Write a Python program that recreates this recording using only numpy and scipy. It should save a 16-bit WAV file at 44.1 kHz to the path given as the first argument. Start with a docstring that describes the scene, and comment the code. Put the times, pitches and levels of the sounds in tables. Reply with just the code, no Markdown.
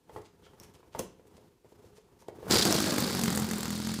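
"""A quiet carpeted room, where a balloon taped to a straw hangs on a string. Fingers handle it and unclip
its peg: friction makes the rubber rub, creak and squeak, and knocks excite the modes of the skin and
the air inside. The neck pops open and a turbulent jet hisses out. Then the loose neck flutters some
45 times a second, each flap a crack and a thump, sinking in pitch as the balloon empties."""
import sys
import numpy as np
from scipy import signal
from scipy.fft import rfft, irfft, next_fast_len
from scipy.io import wavfile
from scipy.ndimage import map_coordinates

SR = 44100
rng = np.random.default_rng(int(sys.argv[2]) if len(sys.argv) > 2 else 0)


def store_wav(level_fs):
    """Save 16-bit WAV to argv[1]."""
    pcm = np.round(np.clip(np.atleast_2d(level_fs), -1, 1) * 32767)
    wavfile.write(sys.argv[1], SR, pcm.T.astype(np.int16))


N = 176400
TIME = np.arange(N) / SR
POP_S, FLUTTER_START_S = 2.512, 2.653


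def amp(db):
    """Amplitude ratio of a level in decibels."""
    return 10 ** (np.asarray(db) / 20)

def unit(x):
    """Normalisation to rms 1."""
    return x / np.sqrt(np.mean(x ** 2) + 1e-20)

def decay(t, t60_s):
    """Exponential damping, 60 dB in t60_s."""
    return np.exp(-np.log(1000) * t / t60_s)

def along(points, hz):
    """Interpolation of (frequency_hz, value) points on a logarithmic axis."""
    knots_hz, values = np.transpose(points)
    return np.interp(np.log(hz + 1), np.log(knots_hz + 1), values)

def curves(rows, t):
    """Linear interpolation in time of each column after the first."""
    times, *columns = np.transpose(rows)
    return [np.interp(t, times, column) for column in columns]

def wobble(rate_hz):
    """Random modulation: a spline through rate_hz Gaussian values a second."""
    knots = rng.standard_normal(int(N * rate_hz / SR) + 4)
    return map_coordinates(knots, [np.arange(N) * rate_hz / SR])

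def filtered(x, response):
    """Linear filtering: the spectrum times a frequency response."""
    size = next_fast_len(N + SR // 2)
    return irfft(rfft(x, size) * response(np.fft.rfftfreq(size, 1 / SR)), size)[:N]

def resonant(x, modes):
    """Forced response of damped resonators in parallel."""
    return filtered(x, lambda f: sum(amp(db) * 1j * f * width / (hz ** 2 - f ** 2 + 1j * f * width)
                                     for hz, width, db in modes))

def coloured(x, spectrum, size=4096):
    """Minimum-phase filtering that keeps the power of white noise."""
    cepstrum = irfft(np.log(amp(along(spectrum, np.fft.rfftfreq(size, 1 / SR)))))
    cepstrum[1:size // 2] *= 2
    cepstrum[size // 2 + 1:] = 0
    impulse = irfft(np.exp(rfft(cepstrum)))
    return signal.fftconvolve(x, impulse / np.linalg.norm(impulse))[:N]

def noise(spectrum):
    """Coloured Gaussian noise of rms 1."""
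    return unit(coloured(rng.standard_normal(N), spectrum))

def add(track, start_s, x):
    """Superposition of x on the track from start_s."""
    part = track[max(0, round(start_s * SR)):][:len(x)]
    part += x[:len(part)]

def burst(decay_s, size=1024):
    """A noise transient with the energy of its exponential envelope."""
    envelope = np.exp(-np.arange(size) / SR / decay_s)
    puff = envelope * rng.standard_normal(size)
    return puff * np.linalg.norm(envelope) / np.linalg.norm(puff)


# Background spectrum: frequency_hz, level_db
AMBIENT_SPECTRUM = [(15, -73), (25, -5), (90, -2.5), (264, -7), (415, -6.5), (621, -25), (903, -25.5),
                    (1670, -24), (7480, -27.5), (15000, -33)]

def ambience():
    """Stationary noise, mostly low, sets the room's noise floor."""
    return amp(-70.5) * noise(AMBIENT_SPECTRUM)


# Reverberation times: frequency_hz, t60_s
ROOM_DECAY = [(150, 0.57), (600, 0.33), (3000, 0.45), (7000, 0.31), (12000, 0.19)]

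def reverberation(x):
    """Absorption damps the diffuse field, fastest in the high treble."""
    hz, t, spectra = signal.stft(rng.standard_normal(SR // 2), SR, nperseg=256)
    absorption = amp(-60 * t / along(ROOM_DECAY, hz)[:, None])
    tail = signal.istft(spectra * absorption, SR, nperseg=256)[1]
    tail = np.pad(tail, (SR // 200, 0))  # reflections arrive after 5 ms
    return signal.fftconvolve(x, tail / np.linalg.norm(tail))[:N]


# Strength of the rubbing: time_s, level_db
RUB_LEVELS = [(0.0, -69), (0.14, -50.5), (0.3, -63), (0.63, -51.5), (0.72, -57), (0.92, -58), (0.94, -50),
              (0.99, -40), (1.1, -62), (1.41, -56.5), (1.6, -67), (1.64, -63.5), (1.85, -53.5),
              (2.05, -61.5), (2.21, -57.5), (2.27, -61), (2.37, -52), (2.48, -42.5)]
# Friction spectrum: frequency_hz, level_db
RUB_SPECTRUM = [(25, -6), (80, 7), (200, 2.5), (280, -2), (420, -3.5), (650, -11), (1000, -9.5),
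                (2000, -20.5), (6000, -25.5), (15000, -30)]
# Modes of the enclosed air: frequency_hz, bandwidth_hz, gain_db
CAVITY_MODES = [(353, 17, 1), (415.3, 20.6, 8.5), (505, 35, 3.5), (700, 26, 2.5), (910, 80, -2)]

def rubbing():
    """Uneven sliding friction of fingers on rubber drives the cavity resonances."""
    level_db, = curves(RUB_LEVELS, TIME)
    friction = unit(noise(RUB_SPECTRUM) * amp(2.76 * wobble(70)))
    rub = amp(level_db - 4.5) * friction * (TIME < POP_S)
    return rub + resonant(rub, CAVITY_MODES)


# Fingertip creaks: centre_s, half_length_s, level_db, pitch_hz
CREAK_EVENTS = [(0.159, 0.06, -64, 8800), (0.219, 0.0079, -60, 5300), (.26, 0.023, -60.5, 3500),
                (0.454, 0.032, -62, 3540), (0.638, 0.034, -58, 5870), (0.752, 0.022, -63, 5240),
                (0.94, 0.026, -60, 3250), (0.997, 0.013, -38.5, 7500), (1.275, 0.011, -65.5, 7600),
                (1.373, 0.015, -62, 4550), (1.708, 0.044, -71.5, 7250), (1.862, 0.061, -71, 5600),
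                (1.97, 0.031, -62, 5100), (2.211, 0.033, -62, 5960), (2.437, 0.032, -81, 4000)]
# Spectrum of a creak: pitch_ratio, level_db
CREAK_SPECTRUM = [(.15, -3), (.7, -7), (1, -4.5), (1.3, -7), (2, -10.5), (4, -28)]

def creaks(slips_per_s=1600):
    """Stick-slip friction: a fingertip releases a short swell of tiny random impulses."""
    out = np.zeros(N)
    for centre_s, half_s, db, hz in CREAK_EVENTS:
        size = int(2 * half_s * SR)
        slips = rng.standard_normal(SR) * (0.11 + (rng.random(SR) < slips_per_s / SR))
        swell = unit(slips[:size]) * np.hanning(size)
        add(out, centre_s - half_s, amp(db) * coloured(swell, np.multiply(CREAK_SPECTRUM, [hz, 1])))
    return out


# Fingertip squeaks: start_s, length_s, level_db, pitch_hz
SQUEAK_EVENTS = [(0.428, 0.06, -68, 3160), (0.596, 0.018, -57, 5650), (0.736, 0.036, -72, 3140),
                 (0.938, 0.02, -63, 3000)]

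def squeaks(bandwidth_hz=600, attack_s=0.003):
    """Friction-excited vibration: random modulation widens the rubber's tone into a rough, narrow band."""
    out = np.zeros(N)
    for start_s, length_s, db, hz in SQUEAK_EVENTS:
        t = TIME[:int(3 * length_s * SR)]
        grip = (wobble(bandwidth_hz) + 1j * wobble(bandwidth_hz))[:len(t)]
        tone = np.real(grip * np.exp(2j * np.pi * hz * t))
        envelope = (1 - np.exp(-t / attack_s)) * np.exp(-(t / length_s) ** 4)
        add(out, start_s, amp(db) * envelope * tone)
    return out


# Finger knocks, and near 0.98-1.0 s the low thumps of the peg snapping: start_s, level_db, pitch_hz
KNOCK_EVENTS = [(0.095, -41.5, 876), (.162, -30.5, 842), (.175, -36.5, 420), (0.198, -44, 443),
                (.466, -49, 1380), (.534, -48, 840), (0.83, -50, 1010), (.949, -28.5, 894),
                (.983, -36, 460), (0.993, -25.5, 387), (.996, -26.5, 221), (1.195, -46.5, 377),
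                (1.253, -51, 365), (1.379, -45, 430), (1.646, -47, 385), (1.722, -45, 355),
                (1.84, -47, 374), (1.981, -47, 418), (2.223, -50, 930), (2.285, -30, 423),
                (2.386, -39, 402), (2.429, -34.5, 485), (2.468, -34, 450), (2.555, -19, 372)]
# Modes of the taut skin: pitch_ratio, level_db, t60_s
SKIN_MODES = [(1.002, -2, 0.028), (.5, -31, 0.072), (1.27, -16, 0.05), (1.6, -8.5, 0.01),
              (2.299, -21, 0.037), (3.698, -21.5, 0.016)]
# Spectrum of a knock's thud: frequency_hz, level_db
THUD_SPECTRUM = [(40, -2), (100, -0.5), (260, -9), (450, 10), (1100, -13.5), (2200, -17), (3300, -27),
                 (6000, -29), (15000, -40)]

def knocks():
    """Impact excites damped membrane modes over a dull thud; the enclosed air rings on in sympathy."""
    ring, thud = np.zeros((2, N))
    t = TIME[:SR // 5]
    for start_s, db, hz in KNOCK_EVENTS:
        for ratio, mode_db, t60_s in SKIN_MODES:
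            strength = amp(db + mode_db + rng.normal(0, 0.5)) * rng.choice([-1, 1])
            add(ring, start_s, strength * decay(t, t60_s) * np.sin(2 * np.pi * hz * ratio * t))
        add(thud, start_s, amp(db - 7.5) * decay(t, t60_s=0.059) * rng.standard_normal(len(t)))
    return ring + amp(-12) * resonant(ring, CAVITY_MODES) + coloured(thud, THUD_SPECTRUM)


# Snaps of peg and rubber, and two sharp snaps of the neck as it starts to flap (2.6534 s, 2.726 s): start_s,
# level_db, pitch_hz
SNAP_EVENTS = [(0.6, -36, 5840), (.635, -45, 6400), (0.739, -52, 7700), (0.9927, -19, 6770),
               (2.224, -59, 5600), (2.283, -48.5, 3420), (2.285, -46.5, 7900), (2.6534, -13.5, 7100),
               (2.726, -13, 5960), (3.36, -24, 9200)]
# Spectrum of a snap: pitch_ratio, level_db
SNAP_SPECTRUM = [(.04, -4), (.4, -7), (.75, -10.5), (.88, 6), (1.1, 7), (1.25, -11), (1.42, -0.5),
                 (1.9, -4.5), (2.2, -9)]

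def snaps():
    """Impulsive excitation: a very short click has a broad spectrum, here peaking near its pitch."""
    out = np.zeros(N)
    for start_s, db, hz in SNAP_EVENTS:
        click = burst(decay_s=0.00043)
        click[0] += 4  # sharp leading edge
        add(out, start_s, amp(db - 1.5) * coloured(click, np.multiply(SNAP_SPECTRUM, [hz, 1])))
    return out


# Strength of the jet: time_s, hiss_db, roar_db
JET_LEVELS = [(2.425, -77, -60), (2.486, -69, -40), (2.51, -25, -23), (2.57, -25, -26), (2.64, -29, -30.5),
              (2.68, -30.5, -29.5), (2.85, -34.5, -33), (3.1, -36, -35.5), (3.35, -40.5, -38),
              (3.62, -44, -41.5), (3.94, -41, -48), (4.0, -45, -44)]
# Spurts as the neck opens: centre_s, level_db, width_s
JET_SPURTS = [(2.511, -18.5, 0.00091), (2.524, -22, 0.0012), (2.586, -30.5, 0.0056), (2.626, -25, 0.0028)]
# Spectra of the hiss, the first rush and the roar: frequency_hz, level_db
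HISS_SPECTRUM = [(500, -45.5), (1500, -6.5), (2700, -7.5), (3600, -1), (4600, 3), (5700, -3.5),
                 (7300, -6.5), (9500, -9.5), (15000, -24)]
RUSH_SPECTRUM = [(1000, -40), (3700, -19), (4900, 6), (5700, -7), (6500, -8), (7500, 0), (8800, -18),
                 (10500, -21), (15000, -14)]
ROAR_SPECTRUM = [(30, -26.5), (90, -6), (190, 1), (290, -6), (420, -4.5), (620, -13), (850, -12),
                 (1100, -14), (1400, -13.5), (1900, -21), (4000, -29.5)]

def jet(rush_fade_db_per_s=25, pop_width_s=0.00071):
    """The neck opens with a pressure pulse; turbulence radiates noise, brightest at full pressure."""
    hiss_db, roar_db = curves(JET_LEVELS, TIME)
    spurts = sum(amp(db) * np.exp(-((TIME - s) / width) ** 2 / 2) for s, db, width in JET_SPURTS)
    rush = amp(-5.5 - rush_fade_db_per_s * np.maximum(TIME - POP_S, 0)) * noise(RUSH_SPECTRUM)
    hiss_envelope = np.hypot(amp(hiss_db - 2), spurts)
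    hiss = hiss_envelope * (noise(HISS_SPECTRUM) + rush) * unit(amp(2.5 * wobble(250)))
    roar_db += np.interp(TIME, [FLUTTER_START_S, 3.25], [-0.5, 0])
    roar = amp(roar_db) * unit(noise(ROAR_SPECTRUM) * amp(3.36 * wobble(120)))
    pop_time = (TIME - POP_S) / pop_width_s
    pop = amp(-14) * (pop_time ** 2 - 1) * np.exp(-pop_time ** 2 / 2)
    return (hiss + roar) * (TIME > JET_LEVELS[0][0]) + pop


def neck_hz(t, full_hz=345.8, empty_hz=196, sink_s=0.35):
    """The neck's natural frequency sinks exponentially as the balloon empties."""
    return empty_hz + (full_hz - empty_hz) * np.exp(-np.maximum(t - FLUTTER_START_S, 0) / sink_s)


# Resonances of the neck: pitch_ratio, level_db, bandwidth_hz
NECK_MODES = [(1.05, -9, 80.05), (2.1, -7.5, 180.1)]

def neck_resonance(fade_db_per_s=5.5):
    """Flow-excited resonance: the jet drives narrow noise bands that follow the neck's pitch."""
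    phase = 2 * np.pi * np.cumsum(neck_hz(TIME)) / SR
    age_s = TIME - FLUTTER_START_S
    tone = sum(amp(db) * (wobble(width) * np.cos(ratio * phase) + wobble(width) * np.sin(ratio * phase))
               for ratio, db, width in NECK_MODES)
    _, roar_db = curves(JET_LEVELS, TIME)
    return tone * amp(roar_db - fade_db_per_s * age_s) * (age_s > 0)


# Flaps per second: time_s, rate_hz
FLUTTER_RATE = [(2.653, 55.33), (2.85, 50.5), (3.25, 45.49), (3.36, 41.34), (3.48, 45.07), (3.62, 40.17),
                (3.8, 41.96), (3.91, 44.44), (4, 38.55)]
# Strength of the flaps: time_s, crack_db, thump_db
FLAP_LEVELS = [(2.65, -31, -25.5), (2.85, -25, -27), (3.1, -29.5, -26), (3.3, -25.5, -26),
               (3.47, -28.5, -26), (3.6, -30, -33), (3.72, -29.5, -27), (3.88, -34, -30.5),
               (4.0, -35.5, -29)]
# Flaps that whip harder or softer: time_s, extra_crack_db, extra_tick_db
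FLAP_ACCENTS = [(2.671, 8.5, -1), (2.71, 5, 11), (2.747, 6, 5), (2.801, 6, 8), (2.942, -1, 2),
                (2.981, 8, 4), (3.005, -14, 10.5), (3.215, 1, 6), (3.236, 5.5, 10), (3.281, 5, -5),
                (3.35, -1, 4), (3.375, 4, 5), (3.398, -7, 5), (3.582, -2.5, 6), (3.608, 0, 5.5),
                (3.657, 5.5, 0), (3.705, 2.5, 4.5), (3.872, 5, 6), (3.939, 5, 9)]
# Spectra of the crack and of the tick as the rubber lips meet: frequency_hz, level_db
CRACK_SPECTRUM = [(200, 3), (600, 3.5), (1400, 3.5), (2600, -2), (4500, -4), (7300, -3), (10000, -12),
                  (15000, -15)]
TICK_SPECTRUM = [(500, -38), (3000, -9), (5000, -10), (7400, 3.5), (9500, -2), (12000, -3), (15000, -4)]
# Low room modes: frequency_hz, bandwidth_hz, gain_db
ROOM_MODES = [(94.5, 4.7, 2.5), (136.7, 7.2, 5), (209.4, 15.2, 9.5), (300, 25, 3.5)]

def neck_flutter(crack_s=0.0008, tick_s=0.0007, gush_s=0.0053, slap_back_s=0.0037, low_cut_hz=75):
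    """Flutter chops the jet: each flap gives a thump, a crack, a tick, a gush and a weaker slap back."""
    flutter_time = TIME[TIME >= FLUTTER_START_S]
    rate_hz, = curves(FLUTTER_RATE, flutter_time)
    cycles = np.cumsum(rate_hz) / SR
    flap_times = np.interp(np.arange(int(cycles[-1]) + 1), cycles, flutter_time)
    accents_db = rng.standard_normal((len(flap_times), 2)) * [2.9, 2.4]
    for time_s, *extra_db in FLAP_ACCENTS:
        accents_db[np.argmin(abs(flap_times - time_s))] = extra_db
    cracks, ticks, thumps = np.zeros((3, N))
    t = TIME[:SR // 10]
    gush = np.exp(-(t / gush_s) ** 2)  # air escapes while the lips stand open
    flaps = zip(flap_times, *curves(FLAP_LEVELS, flap_times), accents_db)
    for start_s, crack_db, thump_db, (extra_crack_db, extra_tick_db) in flaps:
        start_s += rng.normal(0, 0.0002)
        hz = neck_hz(start_s) * np.exp(rng.normal(0, 0.11))
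        push = amp(thump_db + extra_crack_db / 2 + rng.normal(0, 1.54))
        thump = push * np.sin(2 * np.pi * hz * t) * decay(t, t60_s=0.026)
        add(thumps, start_s - 0.00042, thump)  # the push precedes the crack
        crack_gain, tick_gain = amp(crack_db + extra_crack_db), amp(crack_db + extra_tick_db - 3.5)
        add(cracks, start_s, crack_gain * amp(-11.5) * gush * rng.standard_normal(len(t)))
        add(ticks, start_s, tick_gain * amp(-12) * gush * rng.standard_normal(len(t)))
        rebound_s = start_s + slap_back_s * np.exp(rng.normal(0, 0.15))
        for slap_s, slap_db in (start_s, 0), (rebound_s, -10):
            add(cracks, slap_s, crack_gain * amp(slap_db) * burst(crack_s))
            add(ticks, slap_s + crack_s / 2, tick_gain * amp(slap_db / 2) * burst(tick_s))
    thumps = filtered(thumps, lambda f: 1 / np.sqrt(1 + (low_cut_hz / (f + 1)) ** 8))
    slaps = coloured(cracks, CRACK_SPECTRUM) + coloured(ticks, TICK_SPECTRUM)
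    room = resonant(thumps, ROOM_MODES) + amp(-8) * reverberation(slaps + amp(5.5) * thumps)
    return slaps + thumps + room


def scene():
    """Superposition of the handling, the escaping air and the room's faint noise, in mono."""
    touches = knocks() + creaks() + squeaks()
    clicks = snaps()  # close, so drier than the touches
    handling = touches + clicks + reverberation(amp(-6.5) * touches + amp(-12.5) * clicks) + rubbing()
    return (handling + jet() + neck_resonance() + neck_flutter() + ambience())[None]

def record(dry, low_hz=55, top_hz=15400):
    """Band limiting: a gentle high-pass thins the deepest bass and a steep low-pass ends the treble."""
    return filtered(dry[0], lambda f: 1j * f / (low_hz + 1j * f) / np.sqrt(1 + (f / top_hz) ** 200))[None]


dry = scene()
out = record(dry)
store_wav(out)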